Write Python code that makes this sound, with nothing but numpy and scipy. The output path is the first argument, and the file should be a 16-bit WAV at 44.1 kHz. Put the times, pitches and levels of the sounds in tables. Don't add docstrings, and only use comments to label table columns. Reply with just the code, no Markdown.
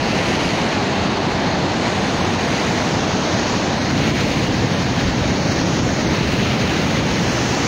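import sys
import numpy as np
from scipy import signal
from scipy.fft import rfft, irfft, next_fast_len
from scipy.io import wavfile
from scipy.ndimage import uniform_filter1d

SR = 44100
rng = np.random.default_rng(int(sys.argv[2]) if len(sys.argv) > 2 else 0)


def ratio_of_db(decibels):
    return 10 ** (np.asarray(decibels, float) / 20)


def generate_wav(signal):
    frames = np.transpose(np.atleast_2d(signal))
    scaled = np.clip(frames, -1, 1) * 32767
    pcm = np.round(scaled).astype(np.int16)
    wavfile.write(sys.argv[1], SR, pcm)


N = 338247
SIZE = next_fast_len(N)
HZ = np.maximum(np.arange(SIZE // 2 + 1) * SR / SIZE, 1)

# [pitch_hz, density_db_per_hz]
POOL_COLOUR = [(12, -40), (22, -14), (36, -22.5), (55, -10), (92, -1), (180, -0.5), (260, -2.5),
               (446, -7.5), (840, -9.5), (1260, -16.5), (1700, -16), (2200, -45)]
SPRAY_COLOUR = [(1100, 3.5), (1400, 0), (1900, 0.5), (2900, -2.5), (3400, -6), (4300, -4), (4900, -7.5),
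                (6500, -6.5), (7000, -12.5), (7100, -12), (7420, -16), (7500, -50)]
TOP_COLOUR = [(7450, 2), (9500, -6), (11500, -12), (13700, -15), (14200, -13), (14300, -8), (15750, -8)]
POOL_EDGES_HZ = [12, 90, 180, 330, 620, 1200]
SPRAY_EDGES_HZ = [1200, 1900, 3100, 4900, 9000]
TOP_EDGES_HZ = [6000, 9500, 11800, 14200, 19000]
# [river_level_db, turn_gain_db, spurt_share]
POOL_LAW = [
    (-36.5, 5.5, 0.01),
    (-28, 5, 0.01),
    (-24.5, 1.5, 0.01),
    (-26.5, -0.1, 0.22),
    (-25.5, -3.5, 0.36),
]
# [river_level_db, turn_gain_db, thrown_share, mist_share, spurt_share]
SPRAY_LAW = [
    (-30.5, -1.46, 0.15, .1, 1),
    (-30.5, -0.3, 0.76, -0.23, .9),
    (-32, -0.26, 0.25, -0.079, 0.79),
    (-35.5, -0.4, 0.11, 0.91, 0.83),
]
TOP_LAW = [
    (-53.5, -1.5, 0.81, .1, 0.61),
    (-60.5, 0, 1.01, .01, 0.73),
    (-69.5, 4.5, 1.2, .2, 1.1),
    (-65.5, 5.6, .8, .4, 1.01),
]
# [time_s, turn_0_to_1]
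TURN = [(0, 0.25), (0.6, 0.0), (1.8, 0), (3.0, 0.22), (3.78, 0.23), (3.95, 1), (5, 0.83), (5.9, 1),
        (6.5, 1.0), (7.2, 0.9), (7.67, 0.38)]
# [centre_s, level_db]
POUNDS = [(0.47, 5.3), (0.56, -1), (0.88, -9.2), (1.0, 7.1), (1.18, 2), (1.27, -11), (1.35, 10),
          (1.52, 4.9), (2.23, 6.9), (2.9, -2), (3.48, 0), (4.74, -23), (5.09, 12), (5.24, 8), (5.9, 3),
          (5.99, -7), (6.1, 7), (6.18, -15), (6.26, 7.9), (6.56, -7.7)]
# [centre_s, level_db]
HEAVES = [(1.17, -4.2), (1.29, 6), (1.39, -5), (1.45, 6), (1.63, 8), (1.69, -3.1), (2.23, 9), (2.64, -4.3),
          (2.7, 2), (2.92, 6), (3.47, -2), (3.61, -9), (3.9, -5), (3.96, 4.3), (4.3, -6), (4.67, 8),
          (4.78, 4), (5.38, -2), (5.8, 0.5), (6.01, -9), (6.18, 0.5), (6.24, -3.7), (6.7, -2), (6.79, -6)]
# [centre_s, level_db]
SPURTS = [(0.38, -2.5), (1.09, -2.5), (1.31, 3), (1.43, 1.7), (2.37, -3.8), (3.48, 1), (3.91, 2), (3.95, 0),
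          (3.99, 0.5), (4.08, 1.5), (4.13, -5), (4.21, 3), (4.25, -1), (4.31, 1.5), (4.5, -3.5),
          (5.01, 1.4), (5.52, 3.5), (5.6, 0.5), (5.64, -2), (5.82, -3.5), (6.04, -1.5), (6.15, 2.5),
          (6.33, 2.5), (6.58, -1.5), (6.62, 2), (6.71, 2.5), (6.83, 1), (7.02, -3)]
# [time_s, level_db]
THROWN_SPRAY = [(0, 0), (.28, 4.5), (.6, 2), (.66, 1), (1.15, -3), (1.7, -3), (1.9, -0.1), (2.62, 2.5),
                (2.95, -1), (3.94, -2), (4.04, 3), (4.22, 2.5), (4.44, 1.5), (4.52, -1.5), (5.95, -1.5),
                (6.3, 2.2), (7.1, 1.8), (7.67, 3)]
# [time_s, level_db]
MIST = [(0, -2), (0.3, 0.3), (1.15, -4.5), (2.3, 0.2), (3.4, 2.8), (3.95, -0.1), (5.2, 0), (5.7, 4),
        (6, 2.7), (6.2, -1.3), (7, 0.6), (7.4, 5), (7.67, 5)]
# [centre_s, pitch_hz, level_db]
CLOUDS = [(.16, 2400, 1.6), (.25, 450, 2.5), (.41, 450, -0.5), (.54, 1500, -3), (.68, 1500, 1.8),
          (1.17, 240, 2.5), (1.26, 240, -1.5), (1.41, 860, 1), (1.6, 3900, 1.5), (2.14, 2400, -2.5),
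          (2.3, 860, 1), (2.9, 860, 1), (3.27, 3900, 2), (3.38, 450, -0.5), (3.55, 1500, -2),
          (3.76, 3900, 1.5), (3.88, 450, -4), (4.0, 240, 3), (4.33, 1500, -3.5), (4.81, 240, -2.2),
          (4.89, 450, -3.5), (5.09, 450, -2.5), (5.14, 860, -1), (5.38, 1500, -1.6), (5.9, 3900, -1.8),
          (6.15, 450, 0.5), (6.32, 860, -2), (6.77, 1500, 1.5), (7.36, 240, -3), (7.37, 1500, 2)]
# [centre_s, pitch_hz, level_db]
WISPS = [(.3, 15000, -2.5), (.5, 10500, 2), (.55, 13000, 1.5), (.6, 15000, -1.5), (.8, 10500, -2),
         (.8, 13000, -1.5), (1.4, 13000, 1.5), (1.9, 8500, 3), (2.2, 13000, -1.5), (2.75, 15000, 2.2),
         (2.8, 8500, 1), (3.2, 10500, -3), (3.9, 15000, -1.5), (4.2, 13000, 2.2), (4.2, 8500, 1),
         (4.75, 10500, 3), (5.4, 15000, -1.5), (5.75, 10500, 1.5), (5.8, 15000, -2.5), (5.8, 13000, -2.2),
         (6.4, 15000, 1.5), (6.5, 13000, 2.2), (6.55, 8500, -1.5), (6.85, 15000, 1.5), (7.35, 15000, 1.5),
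         (7.4, 8500, 1)]
# [start_s, end_s]
SILENT_SPANS = [(0, 0.12), (0.17, 0.21), (0.26, 0.46), (0.52, 0.59), (0.68, 0.73), (0.8, 0.84),
                (0.93, 0.97), (1.06, 1.14), (1.18, 1.23), (1.39, 1.57), (1.83, 1.87), (1.92, 2.12),
                (2.16, 2.52), (2.6, 2.68), (2.76, 2.84), (2.98, 3.49), (3.54, 3.62), (3.7, 3.96),
                (4.01, 4.08), (4.15, 4.2), (4.27, 4.48), (4.52, 4.6), (4.65, 4.82), (4.87, 5.08),
                (5.13, 5.83), (5.88, 6.17), (6.36, 6.77), (6.83, 7.21), (7.26, 7.33), (7.38, 7.42)]
# [centre_s, low_hz, high_hz]
HOLES = [(2.23, 6600, 7060), (3.81, 6700, 7060), (4.75, 6700, 7060), (6.07, 6600, 7000),
         (5.865, 4750, 5050), (7.3, 3600, 3930), (2.49, 5150, 5400), (3.22, 3380, 3600), (5.29, 3350, 3530),
         (5.43, 3100, 3350), (5.52, 3350, 3580), (5.96, 3440, 3600)]

POUND_S, HEAVE_S, SPURT_S, CLOUD_S, WISP_S = 0.035, 0.029, 0.013, 0.057, 0.12
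POUND_SHARE, HEAVE_SHARE = 0.78, 0.66
KEPT_BAND_HZ = (7070, 7430)


def pool(churn, surge):
    bubbles = froth(1200, low_hz=119, high_hz=1320, cycles=37, spread_db=3)
    source = (churn + ratio_of_db(-3) * bubbles) * colour(POOL_COLOUR)
    return layers(source, POOL_EDGES_HZ, pool_levels(), surge, surge_db=0.11,
                  patchy_db=0.7, soft=0.23, even_s=0.15, count=1)


def pool_levels():
    controls = [np.ones(N), *in_time(TURN), swells(SPURTS, SPURT_S)]
    levels_db = np.array(POOL_LAW) @ controls + patches(CLOUDS, CLOUD_S, POOL_EDGES_HZ)
    levels_db[0] += POUND_SHARE * swells(POUNDS, POUND_S)
    levels_db[1] += HEAVE_SHARE * swells(HEAVES, HEAVE_S)
    return levels_db


def spray(churn, surge):
    fizz = froth(6000, low_hz=1206, high_hz=7167, cycles=69, spread_db=2.5)
    source = (churn + ratio_of_db(-5) * fizz) * colour(SPRAY_COLOUR)
    levels_db = spray_levels(SPRAY_LAW) + patches(CLOUDS, CLOUD_S, SPRAY_EDGES_HZ)
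    return layers(source, SPRAY_EDGES_HZ, levels_db, surge, surge_db=0.61,
                  patchy_db=1.22, soft=0.24, even_s=0.079, count=2)


def spray_levels(law):
    controls = [np.ones(N), *in_time(TURN), *in_time(THROWN_SPRAY), *in_time(MIST), swells(SPURTS, SPURT_S)]
    return np.array(law) @ controls


def froth(per_s, low_hz, high_hz, cycles, spread_db):
    strengths = ratio_of_db(spread_db * np.minimum(rng.exponential(1, N), 5)) * rng.choice([-1, 1], N)
    bursts = strengths * (rng.random(N) < per_s / SR)
    pitch_index = rng.integers(0, 32, N)
    out = 0
    for k, hz in enumerate(np.geomspace(low_hz, high_hz, 32)):
        decay = ratio_of_db(-60 * hz / (cycles * SR))
        w = 2 * np.pi * hz / SR
        struck = bursts * (pitch_index == k) + 1e-18
        ringing = signal.lfilter([1], [1, -2 * decay * np.cos(w), decay ** 2], struck)
        out = out + hz * np.sin(w) * ringing
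    spectrum = rfft(out, SIZE)
    return spectrum / np.sqrt(uniform_filter1d(np.abs(spectrum) ** 2, size=300) + 1e-12)


def turbulence():
    return rfft(rng.standard_normal(SIZE)) / np.sqrt(SIZE)


def drift(rate_hz):
    hop = 40
    r = np.exp(-2 * np.pi * rate_hz * hop / SR)
    noise = rng.standard_normal(N // hop + 2002)
    slow = signal.lfilter([1], [1, -2 * r, r * r], noise)[2000:]
    slow = slow / np.sqrt(np.mean(slow ** 2) + 1e-20)
    return np.interp(np.arange(N) / hop, np.arange(len(slow)), slow)


def layers(spectrum, edges_hz, levels_db, surge, surge_db, patchy_db, soft, even_s, count):
    out = 0
    even = int(even_s * SR)
    for low, high, level_db in zip(edges_hz, edges_hz[1:], levels_db):
        cuts_hz = np.geomspace(low, high, count + 1)
        parts = 0
        for a, b in zip(cuts_hz, cuts_hz[1:]):
            parts = parts + ratio_of_db(patchy_db * drift(5.9)) * band(spectrum, a, b, soft)
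        power = uniform_filter1d(uniform_filter1d(parts ** 2, even), even)
        steady = parts / np.sqrt(power + 1e-20)
        out = out + ratio_of_db(level_db + surge_db * surge) * steady
    return out


def band(spectrum, low_hz, high_hz, soft):
    def above(edge_hz):
        return np.clip(.5 + np.log(HZ / edge_hz) / soft, 0, 1)
    return irfft(spectrum * (above(low_hz) - above(high_hz)), SIZE)[:N]


def colour(points):
    hz, db = np.transpose(points)
    return ratio_of_db(np.interp(np.log(HZ), np.log(hz), db))


def in_time(rows):
    s, *columns = np.transpose(rows)
    return [np.interp(np.arange(N) / SR, s, c) for c in columns]


def swells(events, half_s):
    s, db = np.transpose(events)
    t = np.arange(0, N + 128, 128) / SR
    bells = np.exp(-.5 * ((t[:, None] - s) / half_s) ** 2)
    return np.interp(np.arange(N) / SR, t, bells @ db)


def patches(events, half_s, edges_hz):
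    curves = []
    for low, high in zip(edges_hz, edges_hz[1:]):
        own = [(s, db) for s, hz, db in events if low < hz < high]
        curves.append(swells(own, half_s) if own else np.zeros(N))
    return np.array(curves)


def scene():
    churn, surge = turbulence(), drift(11.4)
    return (pool(churn, surge) + spray(churn, surge))[None]


def rounded(x, limit=0.8):
    return limit * np.tanh(x / limit) * ratio_of_db(0.01)


def mute_kept_band(x, trim_s=.02, fade_s=.035, floor_db=-60):
    t = np.arange(0, N + 32, 32) / SR
    away_s = np.min([np.maximum(a - t, t - b) for a, b in SILENT_SPANS], axis=0)
    fade = np.clip((away_s + trim_s) / fade_s, 0, 1)
    gain = np.maximum(np.sin(np.pi / 2 * fade) ** 2, ratio_of_db(floor_db))
    lost = 1 - np.interp(np.arange(N) / SR, t, gain)
    x = x - lost * band(rfft(x, SIZE), *KEPT_BAND_HZ, soft=.004)
    return irfft(rfft(x, SIZE) * (HZ < KEPT_BAND_HZ[1]), SIZE)[:N]


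def holed(x, half_s=.04):
    t, spectrum = np.arange(N) / SR, rfft(x, SIZE)
    for s, low_hz, high_hz in HOLES:
        fade = np.cos(np.pi / 2 * np.clip((t - s) / half_s, -1, 1))
        x = x - fade * band(spectrum, low_hz, high_hz, soft=.01)
    return x


def rebuilt_top(x):
    tilt = np.where(HZ < 1200, colour(POOL_COLOUR) * ratio_of_db(16.5), colour(SPRAY_COLOUR))
    flat = rfft(x, SIZE) / tilt
    first, second = (np.roll(flat, round(hz * SIZE / SR)) for hz in (6750, 11250))
    inside = (HZ > KEPT_BAND_HZ[1]) & (HZ < 15730)
    copy = np.where(HZ < TOP_EDGES_HZ[3], first, second) * colour(TOP_COLOUR) * inside
    levels_db = spray_levels(TOP_LAW) + patches(WISPS, WISP_S, TOP_EDGES_HZ)
    top = layers(copy, TOP_EDGES_HZ, levels_db, drift(9.0), surge_db=0.6,
                 patchy_db=1.0, soft=.06, even_s=0.035, count=2)
    return irfft(rfft(top, SIZE) * inside, SIZE)[:N]


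def top_cut(x):
    return signal.sosfilt(signal.butter(12, 17020, fs=SR, output="sos"), x)


def record(dry):
    kept = mute_kept_band(rounded(dry[0]))
    mix = (holed(kept) + rebuilt_top(kept))[None]
    return top_cut(mix)


dry = scene()
out = record(dry)
generate_wav(out)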